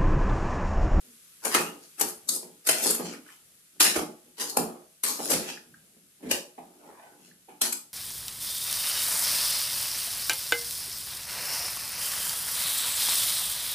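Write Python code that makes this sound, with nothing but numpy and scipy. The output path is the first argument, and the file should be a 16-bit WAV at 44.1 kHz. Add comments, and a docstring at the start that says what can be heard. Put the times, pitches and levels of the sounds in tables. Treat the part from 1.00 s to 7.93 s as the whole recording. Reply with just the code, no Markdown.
"""Stirring vegetables in a pot

A bare, echoing kitchen; a stereo microphone within earshot of the stove. A steel spoon stirs moist
chopped vegetables in a thick metal pot: it clacks against the wall, which the food damps, scrapes over
the bottom and turns the pieces, with squelches and soft thumps. Each contact is a rough force that
sounds the pot, and the room answers. Behind it, a faint sizzle of steam bubbles and low room tone."""
import sys
import numpy as np
from scipy import signal
from scipy.fft import rfft, irfft, next_fast_len
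from scipy.io import wavfile
from scipy.ndimage import uniform_filter1d, map_coordinates

SR = 44100
rng = np.random.default_rng(int(sys.argv[2]) if len(sys.argv) > 2 else 0)


def bounce(signal):
    """Save signal as a 16-bit WAV file at the path given by the first command-line argument."""
    frames = np.transpose(np.atleast_2d(signal))
    limited = np.clip(frames, -1, 1)
    pcm = np.round(limited * 32767).astype(np.int16)
    wavfile.write(sys.argv[1], SR, pcm)


N = 305613
SIZE = 24576  # samples in one contact
HZ, T = np.fft.rfftfreq(SIZE, 1 / SR), np.arange(SIZE) / SR
LEAD_IN_S = .006  # a faint lead-in softens each hit's attack
SCRAPE_THUD_HZ = 367  # the food that a scrape carries along

# Likeness of left and right at the microphone: f/Hz, correlation
COHERENCE = [(60, 0.7), (150, 0.87), (330, 0.94), (700, 0.42), (1400, 0.0084), (10000, 0.024)]
# The kitchen's reverberation: f/Hz, t60/s
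ROOM_DECAY = [(100, 0.2), (300, 0.38), (800, 0.4), (2000, 0.29), (5000, 0.31), (13000, 0.29)]
# Room against direct sound at the microphone: f/Hz, level/dB
ROOM_BALANCE = [(100, 10.5), (400, -2.5), (2000, -4), (5000, -1), (13000, -3.5)]
# Spectrum of the quiet kitchen: f/Hz, level/dB
ROOM_SPECTRUM = [(25, -21.5), (100, -10.5), (170, -3.5), (300, -12.5), (450, -12.5), (700, -17.5),
                 (1500, -33.5), (3000, -19.5), (6000, -78.5)]
# Course of the sizzle: t/s, level/dB
SIZZLE_LEVELS = [(0, -55.5), (0.9, -55), (1.6, -58.5), (2.4, -58.5), (3.3, -60), (6.93, -61.5)]
# Spectrum of the bursting bubbles: f/Hz, level/dB
SIZZLE_SPECTRUM = [(590, -50), (1000, -13.5), (1260, -7), (1890, -7.5), (3930, -5.5), (5380, -5.5),
                   (6330, -4.5), (11300, 0.5), (14500, -12.5), (15600, -30)]
# Steady resonances, low ones of the room, higher ones of pot and spoon: f/Hz, level/dB
RESONANCES = [(172, 10.5), (230, 4.5), (289, 7), (358, 9.5), (438, 8.5), (513, -5.5), (648, 3), (831, 8),
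              (1246, 5), (1722, -16), (2257, -12.5), (2461, -4), (3734, -7.5), (4235, -2.5), (4314, 4),
              (4980, 2.5), (5760, 1.5), (8517, 0), (9667, 4), (10620, 0.5)]
# Click and zing bands of the spoon's edge: low/Hz, high/Hz, order of the low slope
EDGE_BANDS = [(4150, 7200, 5), (7700, 12500, 5)]
# Spectrum of the pot's feet on the stove: f/Hz, level/dB
STOVE_SPECTRUM = [(20, -9.5), (45, -7), (75, 2), (110, -7), (160, -15.5), (300, -48.5)]
# The pot jogs: t/s, level/dB
POT_BUMPS = [(.455, -60), (.55, -50), (1.021, -53), (1.7, -68), (2.803, -55.5), (2.966, -44),
             (3.571, -48.5), (4.319, -46.5), (5.249, -54), (5.32, -47), (6.614, -54)]
# Wet pieces pull apart: t/s, level/dB, f/Hz
FOOD_SQUELCHES = [(2.147, -41, 1810), (2.263, -48, 1470), (2.287, -42, 1666), (4.572, -36.5, 1740),
                  (4.741, -42.5, 1565), (6.312, -49, 1727)]
# Soft low thumps, pieces landing or the pot rocking on its burner: t/s, level/dB, f/Hz
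SOFT_THUMPS = [(0.574, -28.5, 220), (1.423, -36.5, 340), (1.852, -20.5, 453), (1.992, -21.5, 360),
               (2.981, -29.5, 245), (3.578, -21, 236), (4.187, -25, 529), (4.32, -25, 187),
               (5.225, -33.5, 292), (5.807, -51.5, 410), (6.275, -49.5, 232)]
# Metal against a thump's thud: clank/dB, click/dB, zing/dB
THUMP_METAL = [-16, -31, -20.5]
# The spoon pushes food aside: peak/s, length/s, level/dB, f/Hz
FOOD_SHOVES = [(0.065, 0.072, -56, 269), (0.768, 0.14, -50, 409), (1.32, 0.1, -46, 265),
               (2.14, 0.13, -43, 355), (2.77, 0.064, -58, 285), (3.285, 0.12, -57, 349),
               (3.682, 0.41, -42, 548), (4.681, 0.12, -57.5, 213), (4.97, 0.077, -59, 222),
               (5.274, 0.098, -33.5, 268), (5.718, 0.21, -58, 376), (5.882, 0.23, -45.5, 444),
               (6.06, 0.38, -50, 805), (6.2, 0.31, -58, 333)]
# The edge catches in passing: t/s, level/dB
EDGE_TICKS = [(0.997, -27.5), (1.711, -28), (1.858, -33), (1.907, -22.5), (1.946, -27.5), (2.826, -19),
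              (2.843, -20.5), (4.253, -35)]
# Colour of a tick: thud/dB, clank/dB, click/dB, zing/dB
TICK_COLOUR = [-27.5, -6, -13, 6.5]
# Strokes over the bottom: peak/s, rise/s, fall/s, thud/dB, clank/dB, click/dB, zing/dB
BOTTOM_SCRAPES = [(0.538, 0.029, 0.046, -41, -30, -31.5, -29), (0.61, 0.051, 0.1, -37.5, -35, -49.5, -40.5),
                  (0.841, 0.042, 0.051, -66, -66, -58.5, -64), (1.09, 0.046, 0.029, -54, -48, -47.5, -37.5),
                  (1.351, 0.06, 0.038, -45, -66, -39.5, -32), (1.885, 0.12, 0.042, -36, -41, -29.5, -25),
                  (2.06, 0.08, 0.097, -44, -48.5, -44.5, -55.5), (2.148, 0.076, 0.018, -55, -49, -65, -54),
                  (2.282, 0.037, 0.13, -75, -57.5, -64, -59), (2.83, 0.026, 0.13, -38, -28, -27.5, -29.5),
                  (3.5, 0.036, 0.02, -62, -66.5, -38.5, -36.5), (4.095, 0.041, 0.033, -45, -45, -38, -31.5),
                  (4.239, 0.063, 0.29, -45.5, -52.5, -40.5, -41),
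                  (4.499, .11, 0.092, -45.5, -42.5, -45.5, -49.5),
                  (6.268, 0.12, 0.062, -84, -64.5, -62.5, -64),
                  (6.649, 0.033, 0.06, -42.5, -39.5, -42, -34)]
# Hits on the wall: t/s, thud/dB, thud/Hz, ring/dB, ring/Hz, clank/dB, clank/Hz, clank spread/factor,
# click/dB, zing/dB, pan/dB, chatter/s, slide/dB, slide rise/s, slide fall/s
WALL_CLACKS = [(0.451, -25, 466, -27.5, 790, -25.5, 1330, 1.9, -28, -19.5, 5, 0.0041, 1, 0.027, 0.089),
               (0.547, -15.5, 506, -19, 1260, -13.5, 1720, 1.32, -19, -16, 1, 0.0037, -3, 0.022, 0.062),
               (1.011, -23, 430, -25, 780, -24, 1700, 1.7, -24, -15, 10, 0.0038, -2.5, 0.033, 0.044),
               (1.289, -37.5, 295, -39.5, 1240, -40.5, 1520, 1.2, -21.5, -16, 4.5, 0.0034, -1, 0.019, 0.067),
               (1.669, -35, 362, -39, 643, -28, 1790, 2.1, -25, -16.5, 0, 0.0059, -1, 0.025, 0.12),
               (1.689, -18.5, 430, -21.5, 656, -15.5, 1630, 1.88, -18, -12, 4, 0.0047, -10, 0.018, 0.31),
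               (2.802, -28.5, 720, -29.5, 305, -19, 2070, 1.66, -16, -12.5, -0.5, 0.0041, 9.5, 0.0025, 0.037),
               (2.961, -20, 436, -32, 306, -28, 1500, 1.9, -29.5, -24.5, -3, .005, 4, 0.019, 0.073),
               (3.405, -40, 423, -41, 430, -35, 1800, 1.8, -32, -27.5, 1.5, 0.0059, 9, 0.033, 0.095),
               (3.57, -12, 533, -9, 743, -23.5, 1900, 1.85, -21.5, -14, 2, 0.0036, -13.5, 0.0072, 0.059),
               (4.036, -34.5, 425, -34, 1040, -32.5, 1760, 1.63, -24, -17, 3.5, 0.0033, 2.5, 0.0064, 0.18),
               (4.301, -25.5, 470, -29, 520, -33.5, 1520, 2.1, -27.5, -20.5, 7, 0.0074, 8, 0.022, 0.049),
               (4.314, -29, 460, -25.5, 493, -29.5, 1990, 2, -27, -19.5, -3, 0.0045, 3.5, 0.011, 0.098),
               (4.333, -21.5, 395, -32, 490, -28, 1690, 2.1, -24.5, -21, 1, 0.0042, -6, 0.0096, 0.2),
               (5.312, -20.5, 507, -21, 560, -18, 2530, 1.03, -20.5, -15.5, 4, 0.0032, -5, 0.025, 0.073),
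               (5.579, -37.5, 332, -37.5, 755, -51.5, 2110, 1.5, -68, -56, 0, 0.0085, 1.5, .008, 0.082),
               (6.486, -48, 348, -47, 803, -58.5, 2630, 1, -72, -59, -1, 0.0069, 7.5, 0.014, 0.084),
               (6.615, -31, 358, -43, 800, -21.5, 1970, 2.15, -19.5, -14.5, 0.5, 0.0056, -4.5, 0.0042, 0.11),
               (6.725, -57, 342, -60.5, 800, -34, 1750, 1.45, -28, -18.5, 1.5, 0.0034, -9, 0.0095, 0.015)]
# Colour of a slide against its clack: thud/dB, clank/dB, click/dB, zing/dB
SLIDE_COLOUR = [-10, -8.5, -10, -13.5]


def amp(db):
    """Decibels to gain."""
    return 10 ** (np.asarray(db) / 20)


def unit(x):
    """Scaled to rms 1."""
    return x / np.sqrt(np.mean(np.abs(x) ** 2) + 1e-20)


def along(points, hz):
    """A curve through (f/Hz, value) points on a log frequency axis."""
    f, v = np.transpose(points)
    return np.interp(np.log(hz + 1), np.log(f + 1), v)


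def wobble(rate, size):
    """A smooth random curve, rate knots a second."""
    knots = rng.standard_normal(int(size * rate / SR) + 4)
    return map_coordinates(knots, [np.arange(size) * rate / SR])


def add(track, s, sound):
    """Mix a stereo sound in at time s."""
    start = max(round(s * SR), 0)
    part = sound[:, :N - start]
    track[:, start:start + part.shape[1]] += part


def stereo(pair, hz):
    """Two unrelated spectra become the microphone's left and right, alike only in the bass."""
    turn = np.arccos(np.clip(along(COHERENCE, hz), -1, 1)) / 2
    mid, side = pair[0] * np.cos(turn), pair[1] * np.sin(turn)
    return np.array([mid + side, mid - side])


def causal(gain):
    """The minimum-phase response with this gain: it rings only after the blow."""
    cepstrum = irfft(np.log(np.maximum(gain, 1e-6)))
    fold = np.r_[1, np.full(SIZE // 2 - 1, 2), 1, np.zeros(SIZE // 2 - 1)]
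    return np.exp(rfft(cepstrum * fold))


def evened(pair, bins):
    """Both spectra brought to even power over bands of this many bins, wider above 1500 Hz."""
    power = np.abs(pair) ** 2
    smooth = np.where(HZ < 1500, uniform_filter1d(power, bins), uniform_filter1d(power, 360))
    return pair * np.array([causal(1 / np.sqrt(np.abs(side) + 1e-12)) for side in smooth])


def steady(excitation, spectrum):
    """A stereo bed: an excitation coloured by a spectrum, at rms 1."""
    size = next_fast_len(N + 8192)
    hz = np.fft.rfftfreq(size, 1 / SR)
    coloured = stereo(rfft(excitation, size), hz) * amp(along(spectrum, hz))
    return unit(irfft(coloured, size)[:, :N])


def room_tone(level_db=-72, waver_db=2.0):
    """The kitchen's low, slightly wavering background."""
    gain = amp(level_db + waver_db * wobble(4.8, N))
    return gain * steady(rng.standard_normal((2, N)), ROOM_SPECTRUM)


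def kitchen(hold_s=0.0054, first_wall_s=0.0034):
    """The room's response from one spot: a dense tail that holds briefly and lasts longest in the mids."""
    hz, t, noise = signal.stft(rng.standard_normal((2, SIZE)), SR, nperseg=256)
    decay = amp(-60 * (np.hypot(t, hold_s) - hold_s) / along(ROOM_DECAY, hz)[:, None])
    tail = signal.istft(stereo(noise, hz[:, None]) * decay, SR, nperseg=256)[1][:, :SIZE]
    onset = np.clip(T / first_wall_s - 1, 0, 1)
    spectrum = evened(rfft(tail * onset), bins=50) * causal(amp(along(ROOM_BALANCE, HZ)))
    return rfft(irfft(spectrum), 2 * SIZE)


def at_microphone(sound, rooms, pan_db, shade_hz=4000, spot_s=.05, spots=7):
    """The direct treble leans to one side; the room answers anew from each spot the spoon passes."""
    first = rng.integers(len(rooms))
    position = np.minimum(T / spot_s, spots - 1)
    fades = [np.sqrt(np.maximum(1 - np.abs(position - k), 0)) for k in range(spots)]
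    heard = irfft(sum(rfft(sound[0] * fade, 2 * SIZE) * rooms[(first + k) % len(rooms)]
                      for k, fade in enumerate(fades)))
    lean_db = pan_db / 2 * np.minimum(HZ / shade_hz, 1)
    heard[:, :SIZE] += irfft(rfft(sound) * amp([lean_db, -lean_db])) * (T < .45)
    return heard


def sizzle(burst_db=1.0, burst_rate=900):
    """Countless tiny steam bubbles burst on the hot bottom."""
    level_db = np.interp(np.arange(N) / SR, *np.transpose(SIZZLE_LEVELS))
    bursts = rng.standard_normal((2, N)) * amp(burst_db * wobble(burst_rate, N))
    return amp(level_db) * steady(bursts, SIZZLE_SPECTRUM)


def resonances(width_hz=8, loss=.003, top_hz=13900):
    """Power response of room, pot and spoon: damped modes on a broad base, weak in the deep bass."""
    modes = sum(amp(db) ** 2 / (1 + (2 * (HZ - hz) / (width_hz + loss * hz)) ** 2)
                for hz, db in RESONANCES)
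    bass_db = along([(20, -12), (80, -17), (115, -21), (165, -9), (230, -3)], HZ)
    return (1 + modes) * amp(bass_db) ** 2 / (1 + (HZ / top_hz) ** 50)


def hollow_ring(hz, q=7.3):
    """Gain of a narrow hollow ring, with its own pitch for each hit on the wall."""
    return unit(1 / (1 + (q * ((HZ + 1) / hz - hz / (HZ + 1)) / 2) ** 2))


def colour(levels_db, thud_hz, body, clank_hz=1730, spread=1.83, thud_octaves=0.65, high_order=5.7):
    """Gain of one contact in four bands: the food's thud, the wall's clank, the edge's click and zing."""
    thud = np.exp(-.5 * (np.log2((HZ + 1) / thud_hz) / thud_octaves) ** 2)
    bands = [(clank_hz / spread, clank_hz * spread, 3), *EDGE_BANDS]
    metal = [1 / (1 + (low / (HZ + 1)) ** (2 * low_order)) / (1 + (HZ / high) ** (2 * high_order))
             for low, high, low_order in bands]
    power = np.array([thud, *metal]) * body
    return np.sqrt(amp(levels_db) ** 2 @ (power / power.mean(axis=1, keepdims=True)))


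def shifting_treble(sound, depth_db=6, band_hz=170, change_s=.08, cap=1.1):
    """Shifting dips and mild peaks in the treble vary each contact's colour."""
    hz, t, frames = signal.stft(sound, SR, nperseg=512)
    where = np.meshgrid(hz / band_hz, t / change_s, indexing="ij")
    field = unit(map_coordinates(rng.standard_normal((160, 48)), where, order=1, mode="mirror"))
    gain = amp(depth_db * np.minimum(hz / 1200, 1)[:, None] * np.minimum(field, cap))
    return signal.istft(frames * unit(gain), SR, nperseg=512)[1][:, :SIZE]


def contact(force, gain):
    """A rough, broadband force sounds the pot."""
    rough = stereo(rfft(force * rng.standard_normal((2, SIZE))), HZ)
    push = evened(rough, bins=70) * np.linalg.norm(force)
    return shifting_treble(irfft(push * causal(gain))) * (T < .45)


def blow(chatter_s, energy_s=0.0021, bounce_db=0.5, lead_in_db=-15, lead_in_rise_s=0.0024):
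    """Force of a hit: after a faint lead-in it bites and chatters twice more within milliseconds."""
    early, late = rng.uniform(0.46, 1.0, 2)
    t = T - LEAD_IN_S
    bite_s, gap_s = 0.88 * chatter_s, 0.72 * chatter_s
    touches = [(0, 0), (gap_s * early, bounce_db), (gap_s * (early + late), 2 * bounce_db)]
    power = sum(amp(db) ** 2 * (t >= at) * np.exp(-2 * np.abs(t - at) / bite_s) for at, db in touches)
    power += amp(lead_in_db) ** 2 * (t < 0) * np.exp(-2 * np.abs(t) / lead_in_rise_s)
    return np.sqrt(power * energy_s * SR / power.sum())


def drag(rise, fall, swell=0.88, slip_db=3.5, slip_rate=700, lump_db=-0.5, lump_rate=80, touch_s=.02):
    """Time to the peak, and force: pressure swells and eases, the edge sticks and slips, pieces bump."""
    knots = np.cumsum([0, min(touch_s, rise / 2), rise, fall, touch_s])
    pressure = amp(-20 * np.interp(T, knots, [2.5, 1, 0, 1, 5]) ** swell)
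    grain = amp(slip_db * wobble(slip_rate, SIZE) + lump_db * np.tanh(wobble(lump_rate, SIZE)))
    return knots[2], unit(pressure * grain) * np.sqrt(np.mean(pressure ** 2))


def bumps(level_db=2, rise_s=0.004, fall_s=0.051):
    """Hard pushes jog the whole pot on the stove."""
    track = np.zeros((2, N))
    feet = unit(amp(along(STOVE_SPECTRUM, HZ)))
    for s, db in POT_BUMPS:
        lead, force = drag(rise_s, fall_s)
        add(track, s + rise_s - lead, contact(force, amp(level_db + db) * feet))
    return track


def air_pocket(hz, delay_s, cycles=8.3, glide=1.2):
    """A pocket of air opens between wet pieces and rings briefly, rising in pitch."""
    t = np.maximum(T - delay_s, 0)
    age = t * hz / cycles
    phase = 2 * np.pi * hz * t * (1 + glide * t) + wobble(hz / 3, SIZE)
    return age * np.exp(2 - 2 * age) * np.sin(phase)


def squelches(rooms, level_db=-6):
    """The larger air pockets stand out singly, in the centre."""
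    track = np.zeros((2, N))
    for s, db, hz in FOOD_SQUELCHES:
        pocket = amp(db + level_db) * air_pocket(hz, 0)
        add(track, s, at_microphone(np.tile(pocket, (2, 1)), rooms, pan_db=0))
    return track


def thumps(body, rooms, level_db=-3, pan_db=-1):
    """Pieces land, or the pot rocks on its burner: a soft low knock with a quieter tail."""
    track = np.zeros((2, N))
    onset, tail = (0, 0.00652, 0.03), (-12, 0.017, 0.13)  # level/dB, rise/s, fall/s
    for s, db, hz in SOFT_THUMPS:
        gain = colour(level_db + db + np.r_[0, THUMP_METAL], hz, body)
        for stage_db, rise, fall in (onset, tail):
            lead, force = drag(rise, fall)
            knock = contact(force, amp(stage_db) * gain)
            add(track, s + rise - lead, at_microphone(knock, rooms, pan_db))
    return track


def shoves(body, rooms, level_db=-1, pan_db=-1, rise_share=0.66, pocket_db=-10.5, pocket_count=5):
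    """Soft pieces rub along the pot, hardly waking the metal; small air pockets open between them."""
    track = np.zeros((2, N))
    colour_db = np.array([0, -18, -24, -20.5])  # thud, clank, click, zing
    for peak, length, db, hz in FOOD_SHOVES:
        gain = colour(level_db + db + colour_db, hz, body)
        lead, force = drag(rise_share * length, (1 - rise_share) * length, slip_db=3, lump_db=5.5)
        pockets = sum(air_pocket(hz * 2 ** (0.43 * pitch), lead + length * when / 3) * amp(-9 * abs(when))
                      for pitch, when in rng.uniform(-1.8, 1, (pocket_count, 2)))
        rub = contact(force, gain) + amp(db + pocket_db) * pockets
        add(track, peak - lead, at_microphone(rub, rooms, pan_db))
    return track


def ticks(body, rooms, chatter_s=.004, pan_db=2):
    """In mid-scrape the edge catches and snaps free."""
    track = np.zeros((2, N))
    for s, db in EDGE_TICKS:
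        gain = colour(db + np.array(TICK_COLOUR), SCRAPE_THUD_HZ, body)
        add(track, s - LEAD_IN_S, at_microphone(contact(blow(chatter_s), gain), rooms, pan_db))
    return track


def scrapes(body, rooms, pan_db=2):
    """Metal drags over metal with fine grit and stick-slip surges, carrying some food along."""
    track = np.zeros((2, N))
    for peak, rise, fall, *levels_db in BOTTOM_SCRAPES:
        lead, force = drag(rise, fall, swell=1.8, slip_db=5, lump_db=3, lump_rate=55)
        gain = colour(levels_db, SCRAPE_THUD_HZ, body)
        add(track, peak - lead, at_microphone(contact(force, gain), rooms, pan_db))
    return track


def clacks(body, rooms, slide_after_s=.005):
    """The spoon's edge hits the wall and slides on with nearly the same colour."""
    track = np.zeros((2, N))
    for (s, thud_db, thud_hz, ring_db, ring_hz, clank_db, clank_hz, spread,
         click_db, zing_db, pan_db, chatter_s, slide_db, rise, fall) in WALL_CLACKS:
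        levels_db = np.array([thud_db, clank_db, click_db, zing_db])
        ring = amp(ring_db) * hollow_ring(ring_hz)
        hit_gain = np.hypot(colour(levels_db, thud_hz, body, clank_hz, spread), ring)
        hit = contact(blow(chatter_s), hit_gain)
        add(track, s - LEAD_IN_S, at_microphone(hit, rooms, pan_db))
        lead, force = drag(rise, fall)
        slide_gain = colour(levels_db + SLIDE_COLOUR, thud_hz, body, clank_hz, spread)
        slide = contact(force, amp(slide_db) * np.hypot(slide_gain, amp(SLIDE_COLOUR[0]) * ring))
        add(track, s + slide_after_s - lead, at_microphone(slide, rooms, pan_db))
    return track


def scene(spots=8):
    """Spoon, pot and food in front, the sizzle and the quiet room behind."""
    body, rooms = resonances(), [kitchen() for _ in range(spots)]
    stirring = sum(source(body, rooms) for source in (clacks, scrapes, ticks, shoves, thumps))
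    return stirring + bumps() + squelches(rooms) + sizzle() + room_tone()


def record(dry, ceiling=.65, top_hz=15300):
    """The sharpest peaks are rounded off, the left side is a little brighter, and the top is cut."""
    rounded = dry / (1 + (dry / ceiling) ** 4) ** .25
    size = next_fast_len(N + 8192)
    hz = np.fft.rfftfreq(size, 1 / SR)
    lean_db = along([(2500, -0.6), (9000, 1.0)], hz)
    lowpass = 1 / np.sqrt(1 + (hz / top_hz) ** 120)
    return irfft(rfft(rounded, size) * amp([lean_db, -lean_db]) * lowpass, size)[:, :N]


dry = scene()
out = record(dry)
bounce(out)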